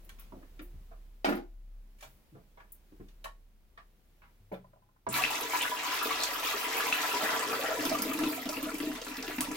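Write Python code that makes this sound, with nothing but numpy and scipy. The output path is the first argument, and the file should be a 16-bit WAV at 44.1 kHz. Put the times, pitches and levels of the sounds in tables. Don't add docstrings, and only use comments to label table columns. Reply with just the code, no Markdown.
import sys
import numpy as np
from scipy import signal
from scipy.fft import rfft, irfft, next_fast_len
from scipy.io import wavfile
from scipy.ndimage import uniform_filter1d

SR = 44100
rng = np.random.default_rng(int(sys.argv[2]) if len(sys.argv) > 2 else 0)


def to_wav(sig):
    pcm = np.clip(np.atleast_2d(sig), -1, 1) * 32767
    pcm = np.round(pcm).astype(np.int16)
    wavfile.write(sys.argv[1], SR, pcm.T)


N = 421596
TIME = np.arange(N) / SR

# start_s, level_db
STREAM_FLOW = [(5.15, 0), (5.35, 0), (5.48, -3.5), (5.58, 0), (5.76, -3.5), (5.92, 1), (6.36, -1.5),
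               (6.9, 1.5), (7.3, 1.5), (7.55, -2), (8.0, -3.5), (8.3, -4.5), (8.4, -7), (9.0, -8.5),
               (9.56, -8)]
# start_s (center), added level_db
FLOW_SURGES = [(5.17, 5), (5.56, 3.5), (5.63, -1.5), (5.93, 1), (6.03, -0.5), (6.14, 1), (6.23, 2),
               (6.49, 3.5), (6.78, 1.5), (7.68, 0.5), (7.86, 4.5), (7.93, 0.5), (8.25, 1.5), (8.69, 0),
               (9.41, 4), (9.49, 0.5)]
# start_s, level_db
GULP_LEVEL = [(5.15, -41), (5.26, -45.5), (5.43, -43.5), (5.6, -46.5), (6.3, -43.5), (6.8, -44.5),
              (6.95, -43), (7.72, -35.5), (7.88, -32), (8.28, -37.5), (8.38, -38.5), (8.7, -38),
              (8.87, -42), (8.99, -38.5), (9.33, -42.5), (9.41, -42), (9.56, -42)]
# start_s, pitch_factor [ratio]
GULP_PITCH = [(5.07, 0.43), (5.2, 1.56), (5.4, 1.39), (7.68, 1.47), (7.85, 0.92), (9.56, 0.95)]
# pitch_hz, gain_db
WATER_TINT = [(40, -14), (100, -8), (200, -5.5), (300, -5), (550, -0.5), (1000, 0.5), (1800, -3.5),
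              (2600, 2), (4500, -3), (5500, -2.4), (7600, 0.5), (8700, 0.5), (11000, 5), (12500, 12),
              (16000, 12)]
# start_s, length_s, level_db, pitch_hz
BUBBLE_CLOUDS = [(5.089, 0.023, -34.5, 8060), (5.327, 0.019, -32, 1116), (5.605, 0.025, -23.5, 2770),
                 (5.642, 0.021, -26, 1510), (5.792, 0.014, -30, 2380), (5.832, .03, -31, 1160),
                 (5.898, 0.1, -33, 2730), (5.915, 0.025, -29, 1700), (6.009, 0.029, -25.5, 1410),
                 (6.088, 0.0098, -39, 2950), (6.125, 0.016, -30, 2950), (6.192, 0.062, -28, 3900),
                 (6.347, 0.018, -30.5, 1420), (6.423, .02, -35.5, 910), (6.44, 0.013, -29.5, 2870),
                 (6.501, .04, -27.5, 1123), (6.711, 0.016, -30.5, 1900), (6.737, 0.11, -35.5, 438),
                 (6.802, 0.0068, -25.5, 1520), (6.887, 0.033, -34, 806), (6.94, .13, -27.5, 1930),
                 (6.993, 0.014, -30, 1900), (7.033, 0.02, -29, 890), (7.205, 0.044, -29, 740),
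                 (7.233, 0.12, -25, 1530), (7.245, 0.014, -28, 1900), (7.311, 0.063, -30, 870),
                 (7.489, 0.27, -35, 464), (7.528, 0.017, -26.5, 1335), (7.635, 0.079, -26.5, 1510),
                 (7.7, 0.18, -39.5, 657), (8.23, 0.037, -45, 2430), (8.6, 0.098, -39.5, 1200),
                 (9.143, 0.044, -36, 1900), (9.28, 0.05, -34, 1820)]
# start_s, level_db, pitch_hz
LOUD_BUBBLES = [(5.081, -36, 233), (5.141, -20.5, 3920), (5.184, -26.5, 1104), (5.21, -30, 740),
                (5.221, -25, 2570), (5.238, -13, 2540), (5.30, -36, 720), (5.403, -30, 895),
                (5.417, -33, 462), (5.534, -22, 940), (5.61, -21, 2890), (5.62, -29, 927),
                (5.717, -25.5, 965), (6.02, -34, 1370), (6.056, -28.5, 420), (6.107, -24.5, 1098),
                (6.544, -32, 412), (6.14, -43.5, 300), (6.667, -36, 362.4), (6.754, -34, 440),
                (6.8, -25.5, 1600), (6.867, -27, 888), (6.926, -15.5, 2590), (7.134, -33.5, 395),
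                (7.139, -27, 923), (7.162, -40, 890), (7.226, -36, 280), (7.279, -27, 1030),
                (7.329, -36, 272), (7.424, -28.5, 1001), (7.53, -37, 516), (7.638, -30, 806),
                (7.703, -28.5, 630), (7.717, -32, 1267), (7.802, -33, 285), (7.853, -22.5, 301),
                (7.911, -25, 297), (7.915, -24.5, 620), (7.948, -26.5, 1152), (7.999, -36, 1290),
                (8.022, -31, 301), (8.053, -25, 293), (8.074, -47, 333), (8.105, -30, 301),
                (8.116, -30, 1213), (8.145, -29.5, 301), (8.18, -28, 301), (8.19, -31.5, 1270),
                (8.202, -27, 297), (8.212, -43, 410), (8.233, -34, 1260), (8.234, -23, 307),
                (8.263, -25.5, 295), (8.31, -37, 632), (8.456, -30, 260), (8.459, -37, 656),
                (8.461, -39, 1320), (8.492, -31, 593), (8.494, -35, 307), (8.525, -33.5, 1253),
                (8.569, -27.5, 2640), (8.576, -35, 301), (8.627, -30.5, 301), (8.66, -38, 1270),
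                (8.668, -34.5, 622), (8.689, -32, 1359), (8.735, -29, 303), (8.802, -29, 297),
                (8.823, -28, 310), (8.838, -38, 627), (8.869, -28, 300), (8.899, -29, 286),
                (8.979, -43, 640), (9.077, -43, 408), (9.179, -37, 265), (9.237, -38, 764),
                (9.249, -40, 400), (9.282, -31, 361), (9.382, -25, 260), (9.383, -33, 898),
                (9.47, -36.5, 914), (9.484, -28, 264), (9.511, -33, 297), (9.515, -41, 893)]
# pitch_hz, decay_cycles
BUBBLE_DECAY = [(280, 1.95), (450, 8.5), (1050, 10.3), (2600, 7.2), (4000, 4.4)]
# start_s, level_db, pitch_hz
DROP_SLAPS = [(5.127, -24, 13400), (5.355, -25, 5600), (5.409, -27, 12000), (5.572, -24, 5600),
              (5.6192, -23, 9000), (6.027, -24, 13400), (6.235, -16.5, 6400), (6.471, -28, 5080),
              (6.767, -25, 11900), (6.931, -30, 6200), (7.029, -25, 3630), (7.394, -25, 7800),
              (7.497, -25.5, 2650), (7.8523, -22.5, 5240), (7.852, -24, 13400), (7.895, -24.5, 5000),
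              (7.897, -35, 13500), (7.987, -28, 6160), (8.02, -19, 12200), (8.02, -27, 5030),
              (8.134, -22, 10900), (8.189, -29, 9000), (8.236, -23.5, 2560), (8.456, -30, 3700),
              (8.4906, -22.5, 5000), (8.53, -36, 5500), (8.628, -24, 12700), (8.684, -35.5, 2380),
              (8.742, -36, 8100), (8.783, -28.5, 10800), (8.802, -27.5, 2380), (8.916, -36, 1720),
              (8.952, -33, 1900), (9.016, -29, 4840), (9.047, -33.5, 7360), (9.067, -30.5, 1900),
              (9.082, -34, 4090), (9.169, -29, 4090), (9.226, -27, 5000), (9.279, -25, 2420),
              (9.383, -27.5, 1900), (9.407, -25, 3320), (9.407, -19, 9500), (9.514, -35, 7100)]
# pitch_hz, left_minus_right_db
STEREO_LEAN = [(60, -3.5), (110, 3.5), (200, -1.5), (380, 4.5), (700, -1.5), (1290, 2), (2380, 2.5),
               (4400, -1), (8120, -3), (15000, -2.5)]
# pitch_hz (before scatter), level_db (over the direct sound), t60_s
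BOWL_MODES = [(130, 9, 0.44), (183, 2, 0.82), (268.7, 11.5, 0.1), (301, 15.5, 0.23), (341, -1.5, 0.36),
              (410, 5.5, 0.41), (450.8, 8.5, 0.18), (649.8, 10, 0.088), (737.5, 6.5, 0.073),
              (881, 2.5, 0.11), (981, 12.5, 0.12), (1160, 8, 0.18), (1268, -2, 0.18), (1353, 8.5, 0.11),
              (1475, 3.5, 0.3), (1693, 3.5, 0.092), (1967, 1.5, 0.12), (2595, -5, 0.3)]
# pitch_hz, t60_s
ROOM_DECAY = [(150, 0.31), (400, 0.17), (1000, 0.18), (2800, 0.18), (7000, 0.2), (16000, 0.13)]
# pitch_hz, correlation [-1 to 1]
STEREO_LIKENESS = [(100, 0.91), (300, 0.7), (640, 0.58), (1200, 0.1), (3000, 0), (16000, 0.066)]
# start_s, level_db, dull_above_hz, treble_slope_db (per octave), decay_s
BASIN_KNOCKS = [(0.092, -43.5, 2260, 5, 0.0019), (0.185, -53, 2940, 10, 0.042),
                (0.321, -42, 700, 14, 0.0022), (0.425, -55, 2160, 32, 0.0077),
                (0.592, -43, 2660, 19, 0.0045), (0.735, -46, 118, 18.5, 0.037),
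                (0.912, -51, 1150, 18, 0.016), (1.985, -58, 5000, 1, 0.091), (2.007, -47, 3470, 4, 0.0075),
                (2.025, -42.5, 1300, 5, 0.016), (2.317, -48.5, 280, 43, 0.035),
                (2.348, -46, 650, 15, 0.028), (2.572, -48, 1180, 13.5, 0.036),
                (2.6, -50.5, 1490, 14, 0.0089), (2.921, -49.5, 370, 12, 0.01), (2.997, -41, 423, 23, 0.015),
                (3.002, -56, 1900, 28, 0.0087), (3.084, -56.5, 3500, 9, .004),
                (3.242, -35.5, 1420, 4, 0.0055), (3.256, -37, 1540, 25, 0.0032),
                (3.775, -43.5, 1550, 13, 0.011), (4.218, -51.5, 2080, 23, 0.032),
                (4.517, -50, 2000, 15, 0.02), (4.538, -44.5, 1900, 15, 0.01),
                (5.066, -25, 1000, 16.5, 0.0051), (5.084, -34, 447, 27, 0.034)]
# pitch_hz (before flexing), level_db, t60_s
WALL_MODES = [(643, 2, 0.058), (1100, -1.5, 0.054), (1800, 3, 0.056), (2298, 0.5, 0.046), (2960, -6, 0.048),
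              (3360, -6, 0.07), (3820, -20, 0.026)]
# start_s, level_db, decay_s
PLASTIC_TICKS = [(0.047, -44, 0.0031), (0.195, -35.5, 0.0042), (0.617, -40.5, 0.023), (1.245, -35, 0.0072),
                 (1.284, -33, 0.029), (1.352, -37, 0.0064), (2.01, -47, 0.12), (2.72, -28.5, 0.0046),
                 (3.244, -44, 0.0079), (4.521, -45.5, 0.021)]
# start_s, length_s, level_db, lowest_hz, dull_above_hz
FLOOR_SCUFFS = [(0.32, 0.0626, -39, 152, 670), (0.397, 0.046, -50, 310, 520), (0.589, 0.031, -42, 280, 410)]
# start_s, level_db, lowest_hz, dull_above_hz
CLUNK_BLOWS = [(1.245, -17, 324, 2170), (1.258, -22.5, 455, 1500), (1.27, -27, 220, 400),
               (1.283, -21, 187, 800), (1.288, -23.5, 700, 1800), (1.293, -23.5, 190, 300),
               (1.307, -32, 600, 1300), (1.312, -26, 240, 700), (1.324, -27, 950, 1700),
               (1.351, -31, 261, 650), (1.369, -37, 600, 1400), (1.385, -36.5, 230, 400),
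               (1.425, -47, 280, 800)]
# pitch_hz (before flexing), level_db, t60_s
HOLLOW_MODES = [(215, -1.5, 0.17), (261, -2, 0.24), (291.3, 4, 0.15), (346, 1, 0.19), (360, -0.5, 0.31),
                (450, -7.5, 0.17), (675.4, 0, 0.25), (752, -5.5, 0.18), (810, -8.5, 0.2), (970, -14.5, 0.1),
                (1240, -3.5, 0.065), (1392, 0, 0.077), (2040, -11, .06), (2347, -16.5, .06)]
# start_s, level_db, lowest_hz, dull_above_hz, decay_s
SEAT_CONTACTS = [(4.515, -33.5, 367, 780, 0.019), (4.644, -51.5, 650, 1350, 0.002),
                 (4.732, -54, 680, 1350, 0.0014), (4.757, -63, 650, 1000, 0.014),
                 (4.82, -63, 950, 1310, 0.014), (4.887, -62, 1080, 1450, .003),
                 (4.962, -62, 1100, 1400, 0.0025)]
# pitch_hz (before flexing), level_db, t60_s
SEAT_RING = [(207, 4, 0.093), (484, -10, 0.042), (670, 0, 0.039), (835, 5, 0.039), (1020, -5, 0.076),
             (1540, -13, .04)]
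# start_s, level_db, pitch_hz, t60_s
LINGERING_NOTES = [(0.618, -54, 350, 0.34), (0.745, -76, 131, 0.15), (2.061, -62.5, 130, 0.53),
                   (3.257, -51.5, 1110, 0.22), (4.403, -62, 101.8, 1.9), (4.522, -45, 183, 0.38),
                   (4.53, -58.5, 130, 0.98), (5.088, -45, 130, 0.66)]
# pitch_hz, relative density_db (per Hz)
RUMBLE_SPECTRUM = [(10, -22), (24, -21.5), (30, -23), (33, 4), (36, -7.5), (45, -21.5), (70, -22),
                   (130, -49.5), (250, -84), (600, -120)]
# start_s, level_db
RUMBLE_COURSE = [(0, -47), (0.8, -49), (1.8, -47.5), (2.0, -54), (2.7, -59), (3.0, -52.5), (3.7, -53.5),
                 (4.0, -60), (5.8, -66), (7.8, -63), (9.0, -56)]
# pitch_hz, relative density_db (per Hz)
HISS_SPECTRUM = [(35, -30), (60, -3.5), (118, -16.5), (227, -14), (262, -22), (294, -18.5), (1110, -29),
                 (2650, -31.5), (8120, -39), (13300, -35.5), (16000, -34)]
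# start_s, level_db
HISS_COURSE = [(0.2, -64.5), (0.8, -66.5), (1.6, -72.5), (2.15, -68), (2.6, -70.5), (3.05, -68), (3.5, -73),
               (4.3, -70), (5.0, -75.5)]

POUR_START_S, POUR_ATTACK_S = 5.07, 0.094
SURGE_S = 0.041
BABBLE_SWELL_DB, BABBLE_SWELL_AT_S, BABBLE_SWELL_S = 2, 7.44, 0.36
CROWDING = 0.35
WANDER_S = 0.07
MODE_SCATTER = 0.018
KNOCK_SPAN = 2.57
EDGE_HZ = 16050


def pour(count=6):
    splash_db = flow()
    for s, db in FLOW_SURGES:
        splash_db = splash_db + db * np.exp(-((TIME - s) / SURGE_S) ** 2)
    gulping_db = over_time(GULP_LEVEL)
    babble_swell_db = BABBLE_SWELL_DB * np.exp(-((TIME - BABBLE_SWELL_AT_S) / BABBLE_SWELL_S) ** 2)
    places = [bowl_response(wall_db=5.0, room_db=6.0, ring_db=9.5) for _ in range(count)]
    gulps = swarm(gulping_db - 1.44, places, low_hz=240.0, high_hz=470, cycles=0.73, rise=0.021,
                  spread_db=3.0, slope_db=-14.5, count=700, size=2000, depth=over_time(GULP_PITCH))
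    glugs = swarm(gulping_db - 9, places, low_hz=350, high_hz=714, cycles=4.2, rise=0.036,
                  spread_db=8.5, slope_db=4.0, count=320, size=2200)
    babble = swarm(1.07 * splash_db + babble_swell_db - 38.0, places, low_hz=740, high_hz=1900,
                   cycles=5.4, rise=0.012, spread_db=3.5, slope_db=7.0, count=2300, size=800)
    fizz = swarm(splash_db - 37.5, places, low_hz=1747, high_hz=5230, cycles=4.0, rise=0.017,
                 spread_db=4.0, slope_db=-0.5, count=3800, size=300)
    spray = swarm(0.92 * splash_db - 43, places, low_hz=5000, high_hz=18000, cycles=1.0, rise=0.0085,
                  spread_db=5.0, slope_db=-12.0, count=6000, size=60)
    near = [bowl_response(wall_db=-5.5, room_db=1.5, ring_db=-1) for _ in range(count)]
    ticks = swarm(splash_db - 48, near, low_hz=3900, high_hz=16200, cycles=0.92, rise=0.01,
                  spread_db=2.0, slope_db=-6.0, count=280, size=50)
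    drips = swarm(-0.016 * flow() - 56, near, low_hz=1000, high_hz=4600, cycles=1.0, rise=0.03,
                  spread_db=6.0, slope_db=3.0, count=160, size=400, crowding=-0.5)
    water = gulps + glugs + babble + fizz + spray + ticks + drips
    return tint(water, WATER_TINT) * amp(breaks())


def swarm(level_db, responses, low_hz, high_hz, cycles, rise, spread_db, slope_db, count, size,
          depth=1, swell=0.43, crowding=CROWDING):
    when, pitch, strength, life = rng.random((count, 4)).T[:, :, None]
    first = int(POUR_START_S * SR)
    length = N - first
    t = TIME[:size]

    poured = np.cumsum(amp(flow()[first:]) ** (2 * crowding))
    start = np.searchsorted(poured, when * poured[-1])
    hz = low_hz * (high_hz / low_hz) ** pitch * np.broadcast_to(depth, N)[first + start]
    ring = cycles * 2 ** (2 * life - 1)
    db = spread_db * np.minimum(-np.log(strength), 4) + slope_db * pitch * np.log2(high_hz / low_hz)

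    fade = 1 - (np.arange(size) / size) ** 2
    grains = amp(db) * np.sqrt(hz / ring) * bubble(hz * t, ring, rise) * fade
    grains = grains * (1 - np.exp(-hz * t / swell))

    route = rng.integers(len(responses), size=(128, 2))
    stay = (start[:, 0] / SR / WANDER_S).astype(int) % len(route)
    spot = route[stay, np.arange(count) % 2]
    wet = np.zeros((2, length))
    for k, response in enumerate(responses):
        here = spot == k
        samples = (start[here] + np.arange(size)).ravel()
        dry = np.bincount(samples, grains[here].ravel(), length + size)
        wet += signal.oaconvolve(dry[None], response, axes=1)[:, :length]

    power = uniform_filter1d(uniform_filter1d((wet ** 2).mean(0), size=4500), size=3000)
    attack = np.minimum(TIME[:length] / POUR_ATTACK_S, 1) ** 2
    wet = wet / np.sqrt(abs(power) + power.max() / 1e4) * amp(level_db[first:]) * attack
    return np.pad(wet, ((0, 0), (first, 0)))


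def bubble(turns, cycles, rise):
    age = turns / cycles
    return np.sin(2 * np.pi * turns * (1 + rise * age)) * np.exp(-age)


def flow():
    return over_time(STREAM_FLOW)


def breaks(gap_db=-4, gap_s=0.015, burst_db=1.0, burst_s=0.0035, thin_db=-7):
    swing = np.zeros(N)
    for s, _, _ in DROP_SLAPS:
        away = abs(TIME - s)
        lull, burst = gap_db * np.exp(-away / gap_s), burst_db * np.exp(-away / burst_s)
        swing += np.where(TIME < s, lull, burst)
    thinness = np.clip(flow() / thin_db, 0, 1)
    return uniform_filter1d(swing, size=64) * thinness


def clouds(octaves=0.3, cycles=3.55, rise=0.013, spread_db=5, swell=0.47, count=22):
    out, t = np.zeros((2, N)), TIME[:SR // 16]
    places = [bowl_response(wall_db=1.0, room_db=1.0, ring_db=4.0) for _ in range(4)]
    for s, length, db, hz in BUBBLE_CLOUDS:
        dry = np.zeros((1, SR // 3))
        for when, size, strength in rng.random((count, 3)):
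            turns = hz * 2 ** (octaves * (2 * size - 1)) * t
            ring = bubble(turns, cycles, rise) * (1 - np.exp(-turns / swell))
            add(dry, when * length, amp(2 * spread_db * strength) * ring[None])
        add(out, s, heard(dry[0], rng.choice(places), db))
    return out


def plops(gain_db=-2.4, rise=0.021, swell=0.21, brood_db=-6, brood_s=0.028, brood_octaves=0.67, count=3):
    out, t = np.zeros((2, N)), TIME[:SR // 8]
    places = [bowl_response(wall_db=-1.0, room_db=-2.0, ring_db=4.5) for _ in range(2 * count)]
    for s, db, hz in LOUD_BUBBLES:
        ring = bubble(hz * t, read(BUBBLE_DECAY, hz), rise) * (1 - np.exp(-hz * t / swell))
        add(out, s, heard(ring, rng.choice(places), db + gain_db))
        for late, size in rng.random((count, 2)):
            small_hz = hz * 2 ** (brood_octaves * (2 * size - 0.7))
            ring = bubble(small_hz * t, 1.3, rise) * (1 - np.exp(-small_hz * t / swell))
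            small_db = db + brood_db - 6 * late
            add(out, s + late * brood_s, heard(ring, rng.choice(places), small_db))
    return out


def slaps(gain_db=-2.0, cycles=0.87, splatter=0.28, splatter_s=0.0033, count=6):
    out, t = np.zeros((2, N)), TIME[:SR // 40]
    places = [bowl_response(wall_db=0.0, room_db=-2.5, ring_db=12.5) for _ in range(count)]
    for s, db, hz in DROP_SLAPS:
        droplets = (t == 0) + splatter * rng.standard_normal(len(t)) * np.exp(-t / splatter_s)
        tick = np.diff(bubble(hz * t, cycles, 0))
        splat = signal.fftconvolve(droplets, tick)
        add(out, s, heard(splat, rng.choice(places), db + gain_db))
    return out


def bowl_response(wall_db, room_db, ring_db, wall_t60=0.04):
    t = TIME[:SR // 2]
    walls = noise_pair(len(t)) * amp(-60 * t / wall_t60) * (1 - np.exp(-t / 0.00069))
    hz, at, z = signal.stft(noise_pair(len(t)), SR, nperseg=256)
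    decay = amp(-60 * at / read(ROOM_DECAY, hz)[:, None])
    room = signal.istft(z * decay, SR, nperseg=256)[1][:, :len(t)]
    room = room * (1 - np.exp(-t / 0.0069))
    out = amp(wall_db) * walls / np.linalg.norm(walls[0])
    out += amp(room_db) * room / np.linalg.norm(room[0])
    for mode_hz, db, t60 in BOWL_MODES:
        damping = np.log(1000) / t60
        mode_hz = mode_hz * (1 + MODE_SCATTER * rng.uniform(-1.02, 1) * min(mode_hz / 900, 1))
        skew = rng.choice([-1, 1]) * np.array([[1], [-1]]) * min((mode_hz / 950) ** 2, 0.7)
        ring = np.exp(-damping * t) * np.cos(2 * np.pi * mode_hz * t + skew)
        out += amp(db + ring_db) * 2 * damping / SR * ring
    out[0, 0] += 1
    out[1, 2] += 1
    return out


def knocks(body_db=-4.5, body_fall_db=-10, hard_hz=1300, tick_db=-3.0, thump_db=-7,
           thump_fall_db=-9, soft_hz=400, flex=0.0287, count=5):
    out = np.zeros((2, N))
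    places = [bowl_response(wall_db=5.5, room_db=3.0, ring_db=-1.5) for _ in range(count)]
    for s, db, dull_hz, slope_db, dying_s in BASIN_KNOCKS:
        room, low_hz = rng.choice(places), dull_hz / KNOCK_SPAN
        add(out, s, heard(rattle(low_hz, dull_hz, slope_db, dying_s), room, db))
        blow = rattle(low_hz, dull_hz, slope_db, dying_s=0.00089, contact_s=0.000067)
        ring_db = db + body_db + body_fall_db * max(np.log2(hard_hz / dull_hz), 0)
        add(out, s, heard(struck(WALL_MODES, blow, flex), room, ring_db))
        thump = rattle(low_hz=102, dull_hz=171, slope_db=20.5, dying_s=0.013, contact_s=0.0014)
        low_db = db + thump_db + thump_fall_db * max(np.log2(dull_hz / soft_hz), 0)
        add(out, s, heard(thump, room, low_db))
    for s, db, dying_s in PLASTIC_TICKS:
        tick = rattle(low_hz=12100, dull_hz=13000, slope_db=-7.0, dying_s=dying_s)
        add(out, s, heard(tick, room, db + tick_db))
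    return from_side(out, lag_s=0.00031)


def scuffs():
    out, room = np.zeros((2, N)), bowl_response(wall_db=5.5, room_db=-3.0, ring_db=-14)
    for s, length, db, low_hz, dull_hz in FLOOR_SCUFFS:
        rub = rattle(low_hz, dull_hz, slope_db=23, dying_s=0.0065, hold_s=length)
        add(out, s, heard(rub, room, db))
    return from_side(out, lag_s=0.00029)


def clunk(clatter_db=-5, flex=0.006):
    out = np.zeros((2, N))
    room = bowl_response(wall_db=-6.5, room_db=-10.5, ring_db=-14.5)
    walls = bowl_response(wall_db=3.0, room_db=4.5, ring_db=-1.0)
    for s, db, low_hz, dull_hz in CLUNK_BLOWS:
        contact = rattle(low_hz, dull_hz, slope_db=12.0, dying_s=0.00098, contact_s=0.00018)
        add(out, s, heard(struck(HOLLOW_MODES, contact, flex), room, db))
        clatter = rattle(low_hz, dull_hz, slope_db=12, dying_s=0.0079)
        add(out, s, heard(clatter, walls, db + clatter_db))
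    return from_side(out, lag_s=-0.00028)


def tipping(ring_db=-1.0, flex=0.018):
    out, room = np.zeros((2, N)), bowl_response(wall_db=0.0, room_db=-2.0, ring_db=-9)
    for s, db, low_hz, dull_hz, dying_s in SEAT_CONTACTS:
        contact = rattle(low_hz, dull_hz, slope_db=33, dying_s=dying_s)
        add(out, s, heard(struck(SEAT_RING, contact, flex), room, db + ring_db))
        add(out, s, heard(contact, room, db))
    return from_side(out, lag_s=-0.0003)


def rattle(low_hz, dull_hz, slope_db, dying_s, contact_s=0.00045, hold_s=0):
    t = TIME[:SR // 5]
    hz = np.fft.rfftfreq(len(t), 1 / SR) + 1
    decay = np.exp(-np.maximum(t - hold_s, 0) / dying_s)
    burst = rng.standard_normal(len(t)) * decay * (1 - np.exp(-t / contact_s))
    bass_cut_db = -10 * np.log10(1 + (low_hz / hz) ** 8)
    shape_db = bass_cut_db - slope_db * np.log2(1 + (hz / dull_hz) ** 4) / 4
    log_gain = np.log(amp(np.maximum(shape_db, shape_db.max() - 80)))
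    mirrored = np.r_[log_gain, log_gain[-2:0:-1]]
    causal = np.exp(np.conj(signal.hilbert(mirrored)))[:len(hz)]
    return irfft(rfft(burst) * causal)


def struck(modes, contact, flex):
    t = TIME[:SR // 3]
    ring = np.zeros(len(t))
    for hz, db, t60 in modes:
        turns = hz * (1 + flex * rng.uniform(-0.88, 1)) * t + rng.random() / (2 * np.pi)
        ring += amp(db - 60 * t / t60) * np.sin(2 * np.pi * turns)
    return signal.fftconvolve(contact, ring)


def from_side(x, lag_s):
    left = np.interp(TIME - lag_s / 2, TIME, x[0])
    right = np.interp(TIME + lag_s / 2, TIME, x[1])
    return np.array([left, right])


def hums(gain_db=3.0, swell_s=0.0004):
    out, t = np.zeros((2, N)), TIME[:SR]
    for s, db, hz, t60 in LINGERING_NOTES:
        decay = amp(db + gain_db - 60 * t / t60)
        note = decay * np.sin(2 * np.pi * hz * t) * (1 - np.exp(-t / swell_s))
        add(out, s, np.array([note, note]))
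    return out


def background(rumble_db=-3.5, hiss_db=3, throb_hz=33.46, throb_share=0.55):
    noise = np.sqrt(1 - throb_share) * unit(tint(noise_pair(N), RUMBLE_SPECTRUM))
    tone = np.sqrt(2 * throb_share) * np.sin(2 * np.pi * throb_hz * TIME)
    rumble = (noise + tone) * amp(rumble_db + over_time(RUMBLE_COURSE))
    hiss = unit(tint(noise_pair(N), HISS_SPECTRUM)) * amp(hiss_db + over_time(HISS_COURSE))
    return rumble + hiss


def noise_pair(size):
    a, b = rfft(rng.standard_normal((2, size)))
    same = np.clip(read(STEREO_LIKENESS, np.fft.rfftfreq(size, 1 / SR)), -1, 1)
    mid, side = a * np.sqrt((1 + same) / 2), b * np.sqrt((1 - same) / 2)
    return irfft(np.array([mid + side, mid - side]), size)


def heard(sound, response, peak_db):
    wet = signal.fftconvolve(sound[None], response, axes=1)
    return amp(peak_db) * wet / abs(wet.mean(0)).max()


def tint(x, points):
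    size = next_fast_len(x.shape[-1] + 2048)
    gain = amp(read(points, np.fft.rfftfreq(size, 1 / SR)))
    return irfft(rfft(x, size) * gain, size)[..., :x.shape[-1]]


def read(points, hz):
    f, value = np.transpose(points)
    return np.interp(np.log(hz + 1), np.log(f + 1), value)


def over_time(points):
    return np.interp(TIME, *np.transpose(points))


def add(mix, s, sound):
    part = mix[:, max(round(s * SR), 0):][:, :sound.shape[1]]
    part += sound[:, :part.shape[1]]


def amp(db):
    return 10 ** (np.asarray(db) / 20)


def unit(x):
    return x / np.sqrt(np.mean(x ** 2) + 1e-20)


def scene():
    left, right = pour() + clouds() + plops() + slaps()
    left = tint(left, [(hz, db / 2) for hz, db in STEREO_LEAN])
    right = tint(right, [(hz, -db / 2) for hz, db in STEREO_LEAN])
    handling = knocks() + scuffs() + clunk() + tipping()
    return np.array([left, right]) + handling + hums() + background()


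def record(dry):
    lowpass = signal.firwin(511, EDGE_HZ, window=("kaiser", 9), fs=SR)
    return signal.oaconvolve(dry, lowpass[None], "same")


dry = scene()
out = record(dry)
to_wav(out)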